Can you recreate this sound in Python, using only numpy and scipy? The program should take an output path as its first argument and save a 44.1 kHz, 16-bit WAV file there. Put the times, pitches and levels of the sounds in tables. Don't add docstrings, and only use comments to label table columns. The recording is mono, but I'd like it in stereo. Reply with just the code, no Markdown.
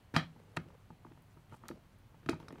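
import sys
import numpy as np
from scipy import signal
from scipy.io import wavfile

SR = 44100
rng = np.random.default_rng(int(sys.argv[2]) if len(sys.argv) > 2 else 0)


def boost_factor(decibels):
    exponent = np.asarray(decibels, float) / 20
    return 10 ** exponent


def waveform_to_disk(signal):
    frames = np.transpose(np.atleast_2d(signal))
    scaled = np.clip(frames, -1, 1) * 32767
    samples = np.round(scaled).astype(np.int16)
    wavfile.write(sys.argv[1], SR, samples)


N = 114660

RIGHT_LAG_SAMPLES, RANDOM_POLARITY_ABOVE_HZ = 5, 1900
SHELL_LOW_HZ = 302.6


def rms_one(x):
    return x / np.sqrt(np.mean(x ** 2) + 1e-20)


def at_hz(points, hz):
    point_hz, value = np.array(points).T
    return np.interp(np.log(hz), np.log(point_hz + 1), value)


def butter(x, edge_hz, kind):
    return signal.sosfilt(signal.butter(2, edge_hz, kind, fs=SR, output="sos"), x)


def drift(rate_hz):
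    r = np.exp(-80 * np.pi * rate_hz / SR)
    white = rng.standard_normal(N // 40 + 2002)
    slow = signal.lfilter([1], [1, -2 * r, r * r], white)[2000:]
    return np.interp(np.arange(N) / 40, np.arange(len(slow)), rms_one(slow))


def ring(clicks, hz, t60):
    r = boost_factor(-60 / (max(t60, .003) * SR))
    w = 2 * np.pi * hz / SR
    return signal.lfilter([0, np.sin(w)], [1, -2 * r * np.cos(w), r * r], clicks + 1e-18)


# frequency in Hz, correlation from 0 to 1.
LIKENESS = [(60, .98), (300, 0.82), (950, 0.32), (3800, 0.033), (15000, 0.016)]


def banded_noise(spectrum, shape_db, source):
    out = 0
    edges_hz = 25 * 2 ** np.arange(0, 9.6, .5)
    for k, (low, high) in enumerate(zip(edges_hz, edges_hz[1:])):
        mid, side = butter(source[k % 2], [low, high], "band")
        hz = np.sqrt(low * high)
        alike = np.clip(at_hz(LIKENESS, hz), 0, 1)
        stereo = np.sqrt(1 + alike) * mid + np.sqrt(1 - alike) * side * [[1], [-1]]
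        out = out + boost_factor(at_hz(spectrum, hz) + shape_db(hz)) * stereo
    return rms_one(out)


def struck(rows, modes, below_db, scatter_db, sides_db, chatter_s, chatter_loss_db, count):
    rows = np.array(rows, float)
    s, db, pitch_hz = rows[:, :3].T
    above_db = rows[:, 3].clip(0, 40) if rows.shape[1] > 3 else below_db + 0 * s
    steps_s = rng.uniform(.5, 1.5, (len(s), count)) * chatter_s
    contact_s = s[:, None] + np.cumsum(steps_s, axis=1) - steps_s[:, :1]
    at = (contact_s * SR).astype(int).clip(0, N - 9)
    luck = rng.standard_normal((len(s), len(modes), count, 3))
    out = np.zeros((2, N))
    for m, (hz, level_db, t60) in enumerate(modes):
        octaves = np.log2(hz / pitch_hz)
        colour_db = level_db - np.where(octaves > 0, above_db, -below_db) * octaves
        loss_db = chatter_loss_db * np.arange(count)
        base_db = (db + colour_db)[:, None] - loss_db + scatter_db * luck[:, m, :, 0]
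        clicks = np.zeros((2, N))
        for ch, side in enumerate((1, -1)):
            flip = np.sign(luck[:, m, :1, 1]) if ch and hz > RANDOM_POLARITY_ABOVE_HZ else 1
            polarity = flip * np.sign(luck[:, m, :, 2])
            heights = polarity * boost_factor(base_db + side * sides_db * luck[:, m, :, 1])
            np.add.at(clicks[ch], at + RIGHT_LAG_SAMPLES * ch, heights)
        out += ring(clicks, hz, t60)
    return out


# frequency in Hz, density in dB per Hz.
ROOM_TONE = [(12, -35), (20, -10.5), (127, -5), (319, -20), (574, -23), (698, -20.5), (3530, -31.5),
             (4300, -37), (16000, -42.5)]
ROOM_TONE_DB = -62
RUMBLE_HZ, RUMBLE_WIDTH_HZ, RUMBLE_DB = 103, 16, -67


def room_tone():
    rumble = rms_one(ring(rng.standard_normal(N), RUMBLE_HZ, 4.3 / RUMBLE_WIDTH_HZ))
    hiss = banded_noise(ROOM_TONE, lambda hz: .7 * drift(9), rng.standard_normal((2, 2, N)))
    lumps_db = 2.5 * drift(5)
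    return boost_factor(ROOM_TONE_DB) * hiss + boost_factor(RUMBLE_DB + lumps_db) * rumble


# frequency in Hz, t60 in seconds.
ROOM_T60 = [(150, .3), (1000, 0.19), (4000, 0.2), (12000, 0.15)]
ROOM_DB, TABLE_ROOM_DB, FIRST_ECHO_S = -9, -7.5, 0.0021


def room(x):
    t = np.arange(SR // 2) / SR
    white = rng.standard_normal((2, 2, len(t)))
    tail = banded_noise([(20, 0), (20000, 0)], lambda hz: -60 * t / max(at_hz(ROOM_T60, hz), .02), white)
    tail = tail * np.clip(t / FIRST_ECHO_S - 1, 0, 1) / np.sqrt(len(t))
    return signal.fftconvolve(x[None], tail, axes=1)[:, :N]


# start in seconds, length in seconds, level in dB.
RUBS = [
    (0.316, 0.3, -65.5),
    (0.58, .19, -65.5),
    (0.88, 0.14, -86),
    (1.28, .13, -77),
    (1.504, 0.056, -57),
    (1.61, 0.183, -62.5),
    (2.08, 0.21, -74.5),
    (2.385, .3, -58.5),
]
# frequency in Hz, density in dB per Hz.
RUB_SPECTRUM = [(88, -53), (150, -5.5), (204, -3.5), (226, -15.5), (489, -8.5), (533, -35), (701, -16),
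                (9000, -44), (11700, -71), (19800, -120)]
RUB_EDGE_S, RUB_GRAINS_PER_S = 0.018, 500


def rubs():
    t = np.arange(N) / SR
    level = 0
    for s, length_s, db in RUBS:
        level = level + boost_factor(db) * np.clip(np.minimum(t - s, s + length_s - t) / RUB_EDGE_S, 0, 1)
    white = rng.standard_normal((2, 2, N))
    slips = rng.random(N) < RUB_GRAINS_PER_S / SR
    slip_db = 3.0 * rng.exponential(1, N).clip(0, 4)
    grains = white * (.15 + slips * boost_factor(slip_db))
    return level * boost_factor(2.0 * drift(22)) * banded_noise(RUB_SPECTRUM, lambda hz: 1.02 * drift(11.3), grains)


# start in seconds, peak in dB, pitch of strongest ring in Hz.
THUMPS = [(0.139, -26, 123), (0.164, -20.5, 153), (0.359, -51, 254), (0.571, -27.5, 98),
          (0.658, -44.5, 128), (0.904, -41, 146), (1.05, -48, 231.3), (1.113, -50, 255), (1.198, -57, 115),
          (1.37, -47, 103), (1.523, -43, 108), (1.637, -50.5, 328), (1.703, -34.5, 245),
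          (2.143, -51.5, 133), (2.23, -56.5, 203), (2.26, -35.5, 122), (2.291, -25.5, 330),
          (2.331, -34.5, 154), (2.401, -51, 295), (2.427, -42.5, 104), (2.483, -42, 99), (2.505, -40, 348),
          (2.528, -42, 244), (2.553, -54, 150)]
# frequency in Hz, level in dB, t60 in seconds.
TABLE_MODES = [(88, -13.5, .12), (125, -2.5, 0.061), (157.1, -4, .2), (212.5, -8.5, 0.084),
               (241, -4.5, 0.12), (286, -2.5, 0.051), (331, 5, 0.05), (444.5, -2.5, .06), (470, -19.5, .06),
               (616, -1, 0.05)]
TABLE_DB, MIC_LOW_HZ = -4, 69.4


def table():
    hits = struck(THUMPS, TABLE_MODES, below_db=7.5, scatter_db=0.5, sides_db=-0.7,
                  chatter_s=0.00219, chatter_loss_db=5.5, count=2)
    return boost_factor(TABLE_DB) * butter(hits, [MIC_LOW_HZ, 700], "band")


def stud_modes():
    return [(hz, 0, 40.8 / hz) for hz in np.geomspace(3858, 14870, num=18)]


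# start in seconds, peak in dB, pitch in Hz, dullness in dB per octave.
TICKS = [(0.1642, -16.5, 4240, 13.5), (0.5701, -30, 4200, 11), (1.4965, -66, 4200, -7),
         (1.6833, -36, 9100, 4), (2.262, -49.5, 4200, 8), (2.2903, -35, 4200, 26), (2.2943, -27, 4650, 9.5),
         (2.3425, -47.5, 4200, 17), (2.3999, -55, 4520, 0), (2.4834, -42.5, 4520, 7),
         (2.5249, -55.5, 4310, -0.5)]
# start in seconds, peak in dB, pitch in Hz, dullness in dB per octave.
PRICKS = [
    (1.2225, -54.5, 10000, 8),
    (1.9865, -61, 10500, 20.0),
]
# start in seconds, level in dB, pitch in Hz, dullness in dB per octave.
RUSTLES = [
    (1.300, -68, 9000, 4.0),
    (1.528, -60, 7500, 4.0),
]
STUD_DB, STUD_LEFT_DB = -14.5, 2


def studs():
    modes = stud_modes()
    ticks = struck(TICKS, modes, below_db=-0.5, scatter_db=-2.0, sides_db=5.5,
                   chatter_s=.0013, chatter_loss_db=3.5, count=7)
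    pricks = struck(PRICKS, modes, below_db=23.0, scatter_db=2.0, sides_db=8.5,
                    chatter_s=0.00048, chatter_loss_db=3.0, count=3)
    rustles = struck(RUSTLES, modes, below_db=12.0, scatter_db=6.0, sides_db=3.0,
                     chatter_s=.0028, chatter_loss_db=.1, count=16)
    balance_db = STUD_LEFT_DB * np.array([[.5], [-.5]])
    return boost_factor(STUD_DB + balance_db) * (ticks + pricks + rustles)


# start in seconds, peak in dB, pitch of strongest ring in Hz,
# dullness in dB per octave.
KNOCKS = [(0.163, -18, 875, 1), (0.362, -57, 826, 15.5), (0.57, -26, 1560, 7), (0.703, -42.5, 735, 18),
          (0.744, -57, 883, 11), (0.904, -45.5, 880, 23), (0.929, -65.5, 730, 8), (1.048, -40, 899, 24),
          (1.066, -51, 940, 15), (1.104, -60, 918, 18), (1.119, -57, 869, 3), (1.175, -53.5, 868, 10.5),
          (1.372, -50, 877, 23), (1.496, -64, 2600, 6), (1.523, -43, 830, 12), (1.532, -54.5, 1130, 5),
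          (1.541, -43, 930, 9), (1.637, -47.5, 1170, 19), (1.655, -50, 1450, 10), (1.688, -45, 1190, -4),
          (1.711, -44.5, 1110, 8.5)]
# start in seconds, peak in dB, pitch of strongest ring in Hz,
# dullness in dB per octave.
LOOSENING = [(2.143, -52, 873, 19), (2.231, -57, 1460, 13), (2.261, -45.5, 1600, 5.5),
             (2.289, -25.5, 1340, 6), (2.331, -36.5, 910, 10), (2.342, -60, 1390, 3), (2.401, -51, 780, 5),
             (2.428, -55, 1260, 5), (2.483, -45, 1010, 4.5), (2.505, -43.5, 700, 6), (2.526, -52, 848, 5),
             (2.556, -51.5, 899, 6), (2.58, -49.5, 883, 8.5)]
# start in seconds, peak in dB, pitch in Hz, dullness in dB per octave.
SCRAPES = [
    (0.1395, -50, 1500, 8),
]
# start in seconds, first level in dB, pitch in Hz, dullness in dB per octave.
SLIPS = [
    (0.5645, -52.5, 1510, 3.5),
]
# frequency in Hz, level in dB, t60 in seconds.
SHELL_MODES = [(709, -10, 0.01), (875, -4, 0.053), (929, -3.5, 0.021), (1220.5, -1.5, .04),
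               (1413, -1, 0.015), (1624, -6, 0.039), (1827, -0.5, 0.061), (2160, -5.5, 0.094),
               (2477, 1, 0.033), (2695, -4.5, .04), (3237, 4.5, 0.012), (3720, -3.5, .025)]
SHELL_DB, RING_CYCLES = -4.5, 32


def shell():
    modes = [(hz, db, min(t60, RING_CYCLES / hz)) for hz, db, t60 in SHELL_MODES]
    modes += [(hz * 1.059, db - 2.5, t60 * 0.77) for hz, db, t60 in modes[1::2]]
    knocks = struck(list(KNOCKS) + list(LOOSENING), modes, below_db=5.0, scatter_db=3.0, sides_db=2.5,
                    chatter_s=0.001125, chatter_loss_db=4.0, count=4)
    scrape = struck(SCRAPES, modes + stud_modes(), below_db=3.0, scatter_db=5.5, sides_db=5.5,
                    chatter_s=.0013, chatter_loss_db=-0.53, count=16)
    slip = struck(SLIPS, modes + stud_modes(), below_db=-7.0, scatter_db=2.5, sides_db=2.5,
                  chatter_s=0.00062, chatter_loss_db=-1.5, count=6)
    return boost_factor(SHELL_DB) * (knocks + scrape + slip)


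def scene():
    plastic = butter(shell() + studs(), SHELL_LOW_HZ, "high")
    wood = table()
    scattered = butter(plastic[0] * (.6 + .8 * drift(120)), SHELL_LOW_HZ, "high")
    echoes = room(boost_factor(ROOM_DB) * scattered + boost_factor(TABLE_ROOM_DB) * wood[0])
    return plastic + wood + echoes + rubs() + room_tone()


def band_limit(x):
    return signal.sosfilt(signal.butter(12, 16520, fs=SR, output="sos"), x)


def record(dry):
    low_pass = signal.cheby2(14, 20, 15900, fs=SR, output="sos")
    mix = signal.sosfilt(low_pass, dry)
    return band_limit(mix)


dry = scene()
out = record(dry)
waveform_to_disk(out)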